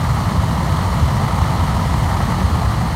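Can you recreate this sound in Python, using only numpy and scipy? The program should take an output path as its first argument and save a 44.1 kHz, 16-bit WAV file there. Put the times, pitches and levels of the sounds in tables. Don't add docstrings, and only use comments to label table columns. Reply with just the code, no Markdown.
import sys
import numpy as np
from scipy import signal
from scipy.fft import rfft, irfft
from scipy.io import wavfile
from scipy.ndimage import uniform_filter1d

SR = 44100
rng = np.random.default_rng(int(sys.argv[2]) if len(sys.argv) > 2 else 0)


def transcribe(u):
    v = np.clip(np.atleast_2d(u).T, -1, 1)
    q = np.round(v * 32767).astype(np.int16)
    wavfile.write(sys.argv[1], SR, q)


def natural_amplitude(level_db):
    exponent = np.asarray(level_db, float) / 20
    return 10 ** exponent


N = 130095

# time_s, rumble_level_db
FLAME_SURGE = [
    (0.0, -19),
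    (0.34, -17.5),
    (2.48, -17.5),
    (2.95, -18.5),
]
# time_s, gain_db
DEEP_RUMBLE = [
    (0, -2),
    (.3, -6),
    (.8, -0.5),
    (2.95, -0.5),
]
# freq_hz, density_db_per_hz
RUMBLE_COLOUR = [(12, -49), (20, -27), (56, -1.5), (91, 1), (172, -4.5), (276, -17.5), (343, -21),
                 (379, -27), (420, -24), (550, -32), (920, -120)]
# centre_hz, width_hz, gain_db
REFLECTIONS = [(1500, 160, -4.5), (3470, 290, -2.5), (7600, 220, -3.5), (10470, 400, -4), (754, 41, -1),
               (392.5, 20, -2), (468, 9.2, -4), (511, 10, 3), (1212, 23, 3.5), (1246, 14, -0.5),
               (1299, 16, 5), (5500, 93, -1.5), (4250, 60, -1.5), (4860, 130, -1.5)]
# time_s, roar_level_db
AIR_FLOW = [
    (0.0, -25),
    (0.31, -25),
    (0.4, -26.5),
    (0.42, -25),
    (2.23, -24.5),
    (2.95, -26),
]
# freq_hz, density_db_per_hz
ROAR_COLOUR = [(220, -35), (380, -8.5), (573, -6.5), (652, -2), (928, 1), (1260, -3.5), (1570, -9),
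               (1960, -10), (2600, -22.5), (3380, -52), (5720, -120)]
# freq_hz, density_db_per_hz
HISS_COLOUR = [(2300, -28), (2600, -8.5), (2950, 1), (4500, -3.5), (5000, -6), (7000, -8.5), (9500, -10.5),
               (16500, -22)]
# start_s, level_db
FLAME_POPS = [
    (2.204, -21),
    (.78, -31),
]
# time_s, pitch_hz
SLOT_TONE = [(0, 4248), (1.1, 4251), (1.8, 4258), (2.95, 4259)]
# slot_multiple, mains_sideband, start_level_db, end_level_db
MOTOR_WHINE = [(1, -3, -61, -62), (1, -2, -57, -58), (1, -1, -54, -52), (1, 0, -56, -54), (1, 1, -54, -57),
               (1, 2, -61, -60), (1, 3, -58, -57), (2, -1, -62, -69), (2, 0, -64, -58), (2, 1, -68, -67),
               (3, 0, -68, -61), (3, 1, -78, -74)]
# centre_s, peak_db, pitch_hz
GAS_PUFFS = [(0.109, -12, 123), (.39, -14, 76), (.43, -15.5, 110), (.72, -14, 88), (1.03, -10, 80),
             (1.42, -12.5, 80), (1.62, -14.5, 89.5), (1.98, -14, 67), (2.45, -14.5, 71), (2.53, -14.5, 84),
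             (2.69, -14.5, 109), (2.80, -14.5, 108)]

MAINS_HZ = 120


def evened(x):
    return x / np.sqrt(np.mean(x ** 2) + 1e-20)


def along(points):
    time_s, value = np.transpose(points)
    return np.interp(np.arange(N) / SR, time_s, value)


def drift(lo_hz, hi_hz):
    hz = np.fft.rfftfreq(N, 1 / SR)
    shape = hz / (hz + lo_hz) / np.sqrt(hz + lo_hz) / (1 + (hz / hi_hz) ** 4)
    return evened(irfft(rfft(rng.standard_normal(N)) * shape, N))


def turbulence(colour, patchy_db, size):
    hop = size // 4
    hz = np.fft.rfftfreq(size, 1 / SR)
    real, imag, patches = rng.standard_normal((N // hop + 6, len(hz), 3)).T
    patches = uniform_filter1d(patches, size=size // 64, axis=0)
    patches = evened(uniform_filter1d(patches, size=5120 // size, axis=1))

    freq_hz, density_db = np.transpose(colour)
    level_db = np.interp(np.log(hz + 1), np.log(freq_hz + 1), density_db, left=-90, right=-90)
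    for centre_hz, width_hz, gain_db in REFLECTIONS:
        level_db = level_db + gain_db * np.exp(-.5 * ((hz - centre_hz) / width_hz) ** 2)

    spectra = (real + 1j * imag) * natural_amplitude(level_db[:, None] + patchy_db * patches)
    noise = signal.istft(spectra, nperseg=size, noverlap=size - hop)[1]
    return evened(noise[:N])


def flame():
    deep_hz, steadiness = 74, 0.47
    rumble = turbulence(RUMBLE_COLOUR, patchy_db=0.1, size=4096)
    lowpass = signal.butter(4, deep_hz, fs=SR, output="sos")
    deep = signal.sosfiltfilt(lowpass, rumble)
    rumble = rumble + (natural_amplitude(along(DEEP_RUMBLE)) - 1) * deep

    lumps = uniform_filter1d(rumble ** 2, size=1800)
    lumps = uniform_filter1d(lumps, size=1800) + .02
    return natural_amplitude(along(FLAME_SURGE)) * evened(rumble / lumps ** (steadiness / 2))


def jet():
    hiss_db, hum_depth, pop_decay_s = -12, .05, 0.0052
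    t = np.arange(N) / SR
    flow_db = along(AIR_FLOW)
    flicker = drift(lo_hz=20., hi_hz=80.)
    hiss_flicker = drift(lo_hz=12., hi_hz=60.)

    pops = sum(natural_amplitude(level_db) * (t > start_s) * np.exp(-abs(t - start_s) / pop_decay_s)
               for start_s, level_db in FLAME_POPS)
    roar_gain = natural_amplitude(flow_db - 0.33 + 1.28 * flicker) + pops
    roar = roar_gain * turbulence(ROAR_COLOUR, patchy_db=0.75, size=2048)

    buzz = 1 + hum_depth * np.sin(2 * np.pi * MAINS_HZ * t)
    hiss_gain = natural_amplitude(flow_db + hiss_db + 0.59 * flicker + 0.41 * hiss_flicker) * buzz
    hiss = hiss_gain * turbulence(HISS_COLOUR, patchy_db=0.7, size=512)
    return roar + hiss


def blower():
    waver_db, wobble_hz = 2., .5
    t = np.arange(N) / SR
    slot_hz = along(SLOT_TONE) + wobble_hz * drift(lo_hz=0.86, hi_hz=12.0)
    slot_cycles = np.cumsum(slot_hz) / SR
    whine = np.zeros(N)
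    for multiple, sideband, start_db, end_db in MOTOR_WHINE:
        level_db = np.linspace(start_db, end_db, N) + waver_db * drift(lo_hz=0.32, hi_hz=2.2)
        cycles = multiple * slot_cycles + sideband * MAINS_HZ * t + rng.random()
        whine += np.sqrt(2) * natural_amplitude(level_db) * np.sin(2 * np.pi * cycles)
    return whine


def puffs():
    spread_s = .016
    t = np.arange(N) / SR
    booms = np.zeros(N)
    for centre_s, peak_db, pitch_hz in GAS_PUFFS:
        swell = np.exp(-.5 * ((t - centre_s) / spread_s) ** 2)
        booms += natural_amplitude(peak_db) * swell * np.cos(2 * np.pi * pitch_hz * (t - centre_s))
    return booms


def scene():
    return (flame() + jet() + blower() + puffs())[None]


def top_cut(x):
    return signal.sosfilt(signal.butter(12, 15700, fs=SR, output="sos"), x)


def record(dry):
    mic_low_hz = 38.4
    highpass = signal.butter(4, mic_low_hz, "highpass", fs=SR, output="sos")
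    cut = signal.sosfilt(highpass, dry)
    mix = np.tanh(cut / 2.453) * 2.548
    return top_cut(mix)


dry = scene()
out = record(dry)
transcribe(out)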